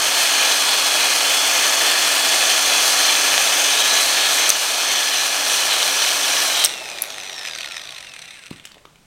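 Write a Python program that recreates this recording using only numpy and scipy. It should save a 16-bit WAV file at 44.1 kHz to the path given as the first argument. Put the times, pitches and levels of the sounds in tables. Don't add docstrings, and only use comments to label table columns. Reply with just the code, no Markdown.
import sys
import numpy as np
from scipy import signal
from scipy.fft import rfft, irfft, next_fast_len
from scipy.io import wavfile
from scipy.ndimage import map_coordinates

SR = 44100
rng = np.random.default_rng(int(sys.argv[2]) if len(sys.argv) > 2 else 0)


def store_wav(level_fs):
    pcm = np.round(np.clip(np.atleast_2d(level_fs), -1, 1) * 32767)
    wavfile.write(sys.argv[1], SR, pcm.T.astype(np.int16))


N = 399546
CLOCK_S = np.arange(N) / SR
EXIT_S = 6.665
WHISTLE_ORDER = 3.48

# freq_hz, relative_db_per_hz
FAN_COLOUR = [(24, -60), (40, -50), (107, -50), (136, -27), (241, -20.5), (276, -15.5), (311, -11.5),
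              (388, -11.5), (690, 0), (1050, -4.5), (1360, -2.5), (1530, -5), (1720, -9), (1970, -10.5),
              (2300, -11), (2990, -28), (5060, -120)]
# freq_hz, relative_db_per_hz
CASE_COLOUR = [(100, -38), (500, -26.5), (1500, -6), (2700, 4), (3700, 0), (4700, 3), (5500, 3),
               (7200, -0.5), (8000, -0.5), (8750, 2.5), (9400, -3), (10400, -5.5), (11400, -8), (14400, -9),
               (16000, -20)]
# start_s (the peak), scrape_rise_db, arm_ring_rise_db
STROKES = [(.17, 3, -0.5), (.4, 3.5, 1), (0.721, 1.5, -5), (1.02, 3.5, -2), (1.3, 2.5, -4), (1.64, 2, 2.5),
           (1.9, 2, -4), (2.19, 1, -8), (2.5, 3, 2), (2.789, 1, 2), (3.07, 4, 3), (3.371, 2.5, 1),
           (3.66, 1, 3.5), (3.951, 4, 4), (4.21, 4, 0.5), (4.449, 5, 4.5), (4.951, 4.5, 4.5),
           (5.18, 3.5, 4), (5.531, 2, 4), (5.74, 3, -1), (6.04, 3, 4), (6.36, 3.5, 4.5)]
STROKE_S = 0.095
# freq_hz, half_width_hz, relative_db
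SLACK_MODES = [(1405, 340, -9.5), (1880, 180, -2.5), (2160, 77, -1.5), (2520, 230, 0), (3070, 280, -4),
               (3470, 180, -1.5), (3780, 230, 0.5), (4140, 170, -2), (4980, 500, -9.5), (5980, 380, -4.5),
               (7230, 540, -14.5), (8160, 400, -13.5), (8750, 300, -11.5), (10400, 490, -19),
               (11800, 800, -25.5), (13150, 600, -23.5)]
# start_s, level_db
CHATTER_LEVEL = [(6.69, -26.5), (6.82, -34.5), (7.3, -32.5), (7.47, -32.5), (7.75, -33.5), (8.1, -38.5),
                 (8.45, -39.5), (8.65, -51.5), (8.85, -69)]


def amp(db):
    return 10 ** (np.asarray(db) / 20)


def unit(x):
    return x / np.sqrt(np.mean(x ** 2) + 1e-20)


def along(points, hz):
    f, v = np.transpose(points)
    return np.interp(np.log(hz + 1), np.log(f + 1), v)


def curves(rows):
    s, *cols = np.transpose(rows)
    return [np.interp(CLOCK_S, s, c) for c in cols]


def wobble(rate):
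    knots = rng.standard_normal(int(N * rate / SR) + 4)
    return map_coordinates(knots, [np.arange(N) * rate / SR])


def swells(times, heights, width_s):
    t = np.arange(0, N, 64) / SR
    total = sum(height * np.exp(-((t - s) / width_s) ** 2) for s, height in zip(times, heights))
    return np.interp(CLOCK_S, t, total)


def filtered(x, response):
    size = 2 * next_fast_len(len(x) // 2 + 4096)
    return irfft(rfft(x, size) * response(np.fft.rfftfreq(size, 1 / SR)), size)[:len(x)]


def causal(x, gain):
    def response(hz):
        cepstrum = irfft(np.log(gain(hz) + 1e-6))
        half = len(cepstrum) // 2
        folded = np.r_[cepstrum[0], 2 * cepstrum[1:half], np.zeros(half)]
        return np.exp(rfft(folded))
    return filtered(x, response)


def coloured(x, spectrum):
    return causal(x, lambda hz: amp(along(spectrum, hz)))


def resonant(x, modes):
    def gain(f):
        return np.sqrt(sum((amp(db) / (1 + ((f - hz) / width) ** 2)) ** 2 for hz, width, db in modes))
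    return causal(x, gain)


def bent(x, share):
    return map_coordinates(x, [np.cumsum(1 + share - share.mean())], mode="mirror")


def grains(rate, scatter_db):
    return (rng.random(N) < rate / SR) * rng.choice([-1, 1], N) * amp(scatter_db * rng.standard_normal(N))


def add(track, s, db, sound):
    part = track[round(s * SR):][:len(sound)]
    part += amp(db) * sound[:len(part)] / np.abs(sound).max()


def tone(angle, blur, sway_db):
    return np.sqrt(2) * np.sin(angle + blur * wobble(45)) * amp(sway_db * wobble(7))


def motor_speed():
    # start_s, speed_turns_per_s
    driven_speed = [(0, 480.3), (.7, 483), (1.5, 487.5), (2.2, 490.1), (3.2, 489), (4.4, 485.3),
                    (5.6, 485.2), (6.42, 482), (6.665, 415)]
    drag_s, friction_turns_per_s2 = 5.0, 147
    driven, = curves(driven_speed)
    kept = np.exp(-np.maximum(CLOCK_S - EXIT_S, 0) / drag_s)
    return np.maximum(driven * kept - friction_turns_per_s2 * drag_s * (1 - kept), 0)


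def stone_pressure(angle):
    chuck, idler = angle / 21, angle / 3
    chuck_db = 0.85 * np.cos(chuck) + 0.45 * np.cos(2 * chuck + 1) + 0.18 * np.cos(3 * chuck)
    return amp(chuck_db + 1.1 * np.cos(idler) + 1.2 * wobble(90))


def working_fan(pressure, level_db):
    return unit(coloured(rng.standard_normal(N) * pressure ** 0.59, FAN_COLOUR)) * amp(level_db + 0.35)


def gear_rattle(teeth, bite, level_db):
    return unit(coloured(teeth * bite, CASE_COLOUR)) * amp(level_db + 6.6)


def stone_scrape(grit, level_db):
    # freq_hz, half_width_hz, relative_db
    bore_modes = [(1770, 110, 3.5), (2178, 65, 2), (2505, 176, 4), (3083, 170, 5.5), (3350, 236, 6.5),
                  (4085, 200, 5.5)]
    glide_share, wander_share = .01, .004
    stroke_s, rise_db, _ = np.transpose(STROKES)
    bore = sum(resonant(grit, [mode]) * amp(1.45 * wobble(5)) for mode in bore_modes)
    travel = np.cos(np.pi * np.interp(CLOCK_S, stroke_s, np.arange(len(stroke_s))))
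    shifted = bent(bore, glide_share * travel + wander_share * wobble(6))
    return unit(shifted) * amp(level_db + 3 + swells(stroke_s, rise_db, STROKE_S))


def hollowed(x):
    # start_s, centre_hz, depth_db
    hollow_path = [(0, 3680, -1), (.8, 3700, -1), (1.1, 3530, -7), (1.5, 4000, -7), (2, 3880, -6),
                   (2.4, 3800, 0), (2.9, 3800, -5), (3.5, 3800, 1)]
    width_hz = 135
    hz, t, z = signal.stft(x, SR, nperseg=1024)
    s, centre_hz, depth_db = np.transpose(hollow_path)
    band = np.exp(-((hz[:, None] - np.interp(t, s, centre_hz)) / width_hz) ** 2)
    return signal.istft(z * amp(band * np.interp(t, s, depth_db)), SR, nperseg=1024)[1][:N]


def arm_ring(grit, level_db):
    # start_s, pitch_hz
    ring_pitch = [(0, 6252), (2.5, 6195), (4.5, 6193), (5.1, 6014), (6.5, 5950)]
    ring_hz, = curves(ring_pitch)
    stroke_s, _, rise_db = np.transpose(STROKES)
    ring = bent(resonant(grit, [(ring_hz.mean(), 400, 0)]), ring_hz / ring_hz.mean() - 1)
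    return unit(ring) * amp(level_db - 0.5 + swells(stroke_s, rise_db, STROKE_S))


def stone_screech(grit, level_db):
    # start_s (the peak), level_db
    catches = [(3.78, -26), (4.24, -25.5), (5.78, -30), (6.6, -24.5)]
    catch_s, catch_db = np.transpose(catches)
    envelope = amp(level_db - 9) + swells(catch_s, amp(catch_db), width_s=0.087)
    return unit(resonant(grit, [(3230, 166, -1.1), (3870, 210, 0)])) * envelope


def oil_hiss(bite):
    hisses = [(.22, -24), (1.15, -30.5), (1.66, -28.5), (2.3, -30), (2.88, -22), (3.45, -29), (4.03, -24),
              (4.35, -23.5), (4.64, -28), (5.25, -30), (5.52, -25), (5.85, -29), (6.15, -38), (6.45, -26)]
    # freq_hz, relative_db_per_hz
    oil_colour = [(1500, -26), (4000, 4), (6000, -2), (9000, -0.5), (11000, -4), (14500, -10),
                  (16000, -17.5)]
    hiss_s, hiss_db = np.transpose(hisses)
    noise = unit(coloured(rng.standard_normal(N) * bite, oil_colour))
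    return noise * swells(hiss_s, amp(hiss_db), width_s=0.072)


def gear_whine(angle, level_db):
    # order_of_motor_speed, level_db
    gear_tones = [(.29, -63.5), (.58, -48.5), (.87, -50), (2.31, -43.5), (2.33, -47), (2.5, -45),
                  (2.73, -46), (3.29, -42.5), (3.43, -45), (3.48, -37.5), (3.53, -43), (4.76, -44),
                  (4.95, -43), (5.08, -43), (5.27, -38), (8.77, -42)]
    # start_s, level_db
    pinion_level = [(0, -31.5), (2.6, -32.5), (3.1, -32), (3.7, -47), (4.15, -30), (4.45, -38.5),
                    (4.8, -38), (5.4, -36), (6.6, -36)]
    # start_s, level_db
    second_level = [(0, -34), (.35, -38), (.7, -29.5), (1.15, -37), (1.5, -33), (3, -33.5), (3.5, -38),
                    (4.7, -44), (5.3, -38), (5.7, -43), (6.5, -42)]
    power_off_s = 6.55
    pinion_db, = curves(pinion_level)
    second_db, = curves(second_level)
    train = sum(amp(db) * tone(order * angle, blur=min(0.12 * order, .4), sway_db=min(0.42 * order + .4, 2))
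                for order, db in gear_tones)
    pinion = amp(pinion_db) * tone(9 * angle, blur=0.54, sway_db=2)
    second = amp(second_db) * tone(2 * WHISTLE_ORDER * angle, blur=0.55, sway_db=3)
    powered = np.clip((power_off_s - CLOCK_S) / .04 + .5, 0, 1)
    return powered * (train * amp(level_db - level_db.mean()) + pinion + second)


def loaded_drill(angle):
    # start_s, level_db
    drill_level = [(0, -27), (1.2, -26.5), (2.6, -26), (3.5, -26), (4.48, -28), (4.53, -30), (5.3, -29.5),
                   (5.65, -28.5), (6.62, -28.5)]
    level_db, = curves(drill_level)
    pressure = stone_pressure(angle)
    bite = pressure ** 0.36 * amp(.9 * np.cos(angle) + 0.41 * wobble(200))
    teeth = unit(grains(rate=3500, scatter_db=0.5)) + .5 * rng.standard_normal(N)
    grit = (unit(grains(rate=3200, scatter_db=1.5)) + 0.22 * teeth) * pressure
    roar = hollowed(gear_rattle(teeth, bite, level_db) + stone_scrape(grit, level_db))
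    stones = arm_ring(grit, level_db) + stone_screech(grit, level_db) + oil_hiss(bite)
    return working_fan(pressure, level_db) + roar + stones + gear_whine(angle, level_db)


def strikes(rows, width, crack_db, low_hz):
    out, t = np.zeros(N), np.arange(SR // 8) / SR
    for s, db, hz, t60 in rows:
        burst = rng.standard_normal(len(t)) * amp(-60 * t / t60)
        crack = filtered(burst, lambda f: 1j * f / (low_hz + 1j * f) / (1 + 1j * f / (3.2 * hz)) ** 3)
        add(out, s, db, resonant(burst, [(hz, width * hz, 0)]) + amp(crack_db) * crack)
    return out


def thumps(rows):
    out, t = np.zeros(N), np.arange(SR // 8) / SR
    for s, db, hz, t60 in rows:
        cycles = np.sin(2 * np.pi * hz * t) * amp(-60 * t / t60)
        add(out, s, db, cycles * (1 - np.exp(-2 * hz * t)))
    return out


def arm_clacks():
    # start_s, peak_db, ring_hz, t60_s
    clack_rows = [(4.4922, -2, 8700, .03), (4.5022, 7, 6060, 0.011), (6.6395, -2, 4200, 0.02),
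                  (6.6470, 4, 8150, 0.018), (6.6520, -3, 5940, 0.014), (6.6588, 1.5, 5470, 0.014)]
    # start_s, peak_db, pitch_hz, t60_s
    jolt_rows = [(4.496, -37, 210, 0.02), (6.645, -44, 233, .02)]
    return strikes(clack_rows, width=0.13, crack_db=-11, low_hz=2210) + thumps(jolt_rows)


def gear_crunches():
    # start_s, peak_db, ring_hz, t60_s
    crunch_rows = [(3.153, -3, 3300, .008), (3.340, -3.5, 3300, .008), (3.379, -2, 3300, .008),
                   (5.829, -5, 3200, .014), (6.049, -8, 3300, .008), (6.091, -6, 3300, .008),
                   (6.403, -7, 3300, .008)]
    return strikes(crunch_rows, width=.4, crack_db=-5, low_hz=1200)


def slack_cycles(speed):
    turns_per_tick, first_tick_share = 3.04, .65
    turns = np.cumsum(speed * (CLOCK_S > EXIT_S)) / SR
    return turns / turns_per_tick - first_tick_share


def free_air(octaves):
    rush = unit(coloured(rng.standard_normal(N), FAN_COLOUR))
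    hum = unit(resonant(rng.standard_normal(N), [(695, 200, 4.0), (374, 88, -3.5)]))
    fan = unit(rush + 1.14 * hum) * amp(-37 + 9.5 * octaves)
    hiss = unit(coloured(rng.standard_normal(N), CASE_COLOUR)) * amp(-38.5 + 10.5 * octaves)
    return fan + hiss


def falling_whistle(speed, angle):
    free_tones = [(2, 3), (2.58, -7), (3, -14), (4, -10), (5, -16), (5.94, -16), (6, -5), (7, -19),
                  (8, -13), (9, -24), (10, -20), (11, -23), (12, -23)]
    # freq_hz, relative_db
    vent_response = [(700, -45), (930, -32), (1050, -17), (1170, -14), (1260, -19), (1310, -11), (1400, -8),
                     (1650, -8), (1790, -6), (1950, -17), (2120, -19), (2480, -2), (2750, 0), (3100, -14),
                     (3850, -11), (4250, 3), (4700, 5), (5000, 4), (5350, 8), (5850, -1), (6250, 3),
                     (6650, -2), (7000, -10), (8200, -10), (9500, -24)]
    flutter_db, flutter_rad = .45, .07
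    whistle = np.zeros(N)
    for k, db in free_tones:
        order = k * WHISTLE_ORDER
        gain = amp(db + along(vent_response, order * speed) + flutter_db * k * wobble(50))
        phase = order * angle + flutter_rad * k * wobble(260)
        whistle += gain * tone(phase, blur=flutter_rad * k, sway_db=1)
    return amp(-42) * whistle * np.clip(speed / 78, 0, 1) ** 2


def slack_chatter(speed):
    chatter_db, = curves(CHATTER_LEVEL)
    slack = amp(2.6 * np.cos(2 * np.pi * (slack_cycles(speed) - .12)) + 2.4 * wobble(120))
    knocks = unit((unit(grains(rate=1200, scatter_db=3.5)) + .4 * rng.standard_normal(N)) * slack)
    slow = np.clip(1 - speed / 190, 0, 1)
    soft = unit(resonant(knocks, [(2600, 390, 3), (2100, 290, 0), (4200, 150, -9), (8300, 820, -4.0)]))
    chatter = unit(resonant(knocks, SLACK_MODES)) * (1 - 0.27 * slow) + slow * soft
    return amp(chatter_db - 5.5) * chatter


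def coasting_drill(speed, angle):
    octaves = np.log2(speed / speed[round(EXIT_S * SR)] + 1e-6)
    return free_air(octaves) + falling_whistle(speed, angle) + slack_chatter(speed)


def gear_ticks(speed):
    # start_s, peak_db
    hard_ticks = [(6.8552, -17), (6.8873, -18), (6.8988, -18), (6.9137, -17), (6.984, -16.5), (7.0362, -14),
                  (7.1017, -16), (7.142, -17), (7.1806, -19), (7.199, -20), (7.2332, -17), (7.2948, -16.5),
                  (7.3283, -17), (7.3787, -19), (7.3915, -18), (7.4108, -19), (7.4305, -18), (7.45, -13),
                  (7.4586, -15), (7.4709, -14), (7.475, -16), (7.4836, -14), (7.495, -19), (7.5090, -14.5),
                  (7.533, -14), (7.5493, -16), (7.5584, -18), (7.5847, -13), (7.6061, -15.5), (7.6142, -19),
                  (7.6306, -18), (7.6438, -16), (7.6575, -15), (7.6855, -16), (7.7094, -18),
                  (7.7195, -18.5), (7.7418, -18), (7.7658, -15), (7.7778, -17), (7.7937, -20),
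                  (7.8142, -20.5), (7.8356, -22), (7.8526, -23), (7.872, -21), (7.89, -20), (7.9052, -23),
                  (7.9219, -19), (7.9455, -24), (7.9605, -23.5), (7.9823, -22), (8.0052, -21),
                  (8.0257, -24), (8.047, -28), (8.0681, -25), (8.0925, -28), (8.1364, -22), (8.1624, -22.5),
                  (8.1903, -24), (8.2172, -23), (8.2215, -26), (8.2552, -27), (8.2771, -29), (8.3055, -23),
                  (8.3085, -25), (8.3405, -28), (8.3654, -32), (8.3904, -30), (8.4357, -26.5), (8.458, -29),
                  (8.4801, -33)]
    tick_over_chatter_db, scatter_db, jitter_cycles = 9, 1.3, .05
    soften_below_turns_per_s = 73
    lead_s, graze_db = .0023, -10.5
    out, t = np.zeros(N), np.arange(SR // 20) / SR
    cycles = slack_cycles(speed)
    beats = np.arange(int(cycles[-1]))
    late, strength = np.clip(rng.standard_normal((len(beats), 2)), -2, 2).T
    times = np.interp(beats + jitter_cycles * late, cycles, CLOCK_S)
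    slowness = np.clip(np.interp(times, CLOCK_S, speed) / soften_below_turns_per_s, .1, 1)
    soften_db = 20 * np.log10(slowness ** 2)
    chatter_db = np.interp(times, *np.transpose(CHATTER_LEVEL))
    levels = chatter_db + tick_over_chatter_db + scatter_db * strength + soften_db
    hard = np.interp(np.transpose(hard_ticks)[0], CLOCK_S, cycles)
    ordinary = np.abs(beats[:, None] - hard).min(axis=1) > 2 / 3
    for s, db in [*hard_ticks, *zip(times[ordinary], levels[ordinary])]:
        graze = amp(graze_db - 60 * t / .005)
        blow = (t >= lead_s) * amp(-60 * np.abs(t - lead_s) / .011)
        contact = (graze + blow) * rng.standard_normal(len(t))
        modes = [(hz, width, level + 1.05 * rng.standard_normal()) for hz, width, level in SLACK_MODES]
        add(out, s - lead_s / 3, db, resonant(contact, modes))
    return out


def arm_pings():
    # start_s, peak_db
    ping_rows = [(7.021, -2.5), (7.0228, -11)]
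    # freq_hz, relative_db, t60_s
    steel_modes = [(5846, -20, .03), (10970, -1, 0.014), (11360, -9, 0.014)]
    out, t = np.zeros(N), np.arange(SR // 5) / SR
    for s, db in ping_rows:
        ring = sum(amp(level - 60 * t / t60) * np.sin(2 * np.pi * (hz * t + rng.random()))
                   for hz, level, t60 in steel_modes)
        snap = np.diff(rng.standard_normal(len(t) + 1)) * amp(-60 * t / .012)
        add(out, s, db, ring + 0.3 * snap)
    return out


def carrying_knocks():
    # start_s, peak_db, ring_hz, t60_s
    knock_rows = [(8.5075, -25.5, 3800, 0.014), (8.528, -31, 2730, 0.027), (8.561, -32, 3500, .015),
                  (8.583, -35, 2320, 0.037), (8.5975, -30, 2800, 0.017), (8.6525, -21, 3660, 0.016),
                  (8.654, -23, 6650, 0.026), (8.672, -32, 3500, .018), (8.7145, -38, 1480, 0.028),
                  (8.718, -31, 4100, .018), (8.744, -34, 3000, 0.018), (8.781, -37.5, 2500, 0.024),
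                  (8.8525, -31.5, 1270, 0.016), (8.854, -35, 3000, .014), (8.9575, -40, 2700, .015)]
    # start_s, peak_db, pitch_hz, t60_s
    bump_rows = [(8.5125, -33, 1000, .005), (8.7575, -43, 750, .009), (8.769, -36, 550, 0.0055),
                 (8.776, -41, 600, 0.0057), (8.853, -40, 400, .008)]
    return thumps(bump_rows) + strikes(knock_rows, width=0.31, crack_db=-11, low_hz=600)


def footfall():
    # start_s, peak_db, pitch_hz, t60_s
    thud_rows = [(8.5115, -22, 225, 0.01)]
    # freq_hz, relative_db, t60_s
    boom_modes = [(110, -27, .4), (167, -19, 0.22)]
    out, t = np.zeros(N), np.arange(SR // 4) / SR
    for s, db, hz, t60 in thud_rows:
        scuff = unit(resonant(rng.standard_normal(len(t)), [(260, 260, 0)])) * amp(-60 * t / 0.059)
        push = np.sin(2 * np.pi * hz * t) * amp(-60 * t / t60) * (1 - np.exp(-t / 0.0037))
        boom = sum(amp(level - 60 * t / fade) * np.sin(2 * np.pi * mode_hz * t)
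                   for mode_hz, level, fade in boom_modes)
        step = push / np.abs(push).max() + boom + 0.11 * scuff
        add(out, s, db, filtered(step, lambda f: (1j * f / (70 + 1j * f)) ** 2))
    return out


def garage(x):
    # freq_hz, t60_s
    decay = [(150, 0.46), (2000, 0.43), (12000, 0.24)]
    hz, t, z = signal.stft(rng.standard_normal(SR // 2), SR, nperseg=256)
    tail = signal.istft(z * amp(-60 * t / along(decay, hz)[:, None]), SR, nperseg=256)[1]
    return signal.fftconvolve(x, np.pad(tail, (SR // 150, 0)) / np.linalg.norm(tail))[:N]


def background():
    # start_s, level_db
    rumble_level = [(0, -90), (6.5, -75), (7.5, -63), (8.2, -67), (8.7, -63), (8.9, -58), (9.05, -60)]
    # freq_hz, relative_db_per_hz
    air_colour = [(25, -19), (100, -7.5), (150, -4), (300, -11), (700, -12.5), (1800, -16.5), (4000, -18.5),
                  (8000, -21.5), (15000, -33)]
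    rumble_db, = curves(rumble_level)
    low_noise = unit(resonant(rng.standard_normal(N), [(48, 40, -2), (158, 20, 0)]))
    rumble = low_noise * amp(rumble_db + 1.95 * wobble(10))
    return rumble + amp(-56.0) * unit(coloured(rng.standard_normal(N), air_colour))


def scene():
    speed = motor_speed()
    angle = 2 * np.pi * np.cumsum(speed) / SR
    load = np.clip((EXIT_S - CLOCK_S) / 0.013 + .5, 0, 1)
    drill = load * loaded_drill(angle) + (1 - load) * coasting_drill(speed, angle)
    near = gear_ticks(speed) + arm_pings() + arm_clacks()
    far = carrying_knocks()
    step = footfall()
    echo = garage(amp(-15.5) * near + amp(-8.0) * far + amp(-13) * step)
    mono = drill + gear_crunches() + near + far + step + echo + background()
    return np.array([mono, mono])


def record(dry):
    top_hz = 15850
    return np.array([filtered(x, lambda hz: hz < top_hz) for x in np.clip(dry, -1, 1)])


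dry = scene()
out = record(dry)
store_wav(out)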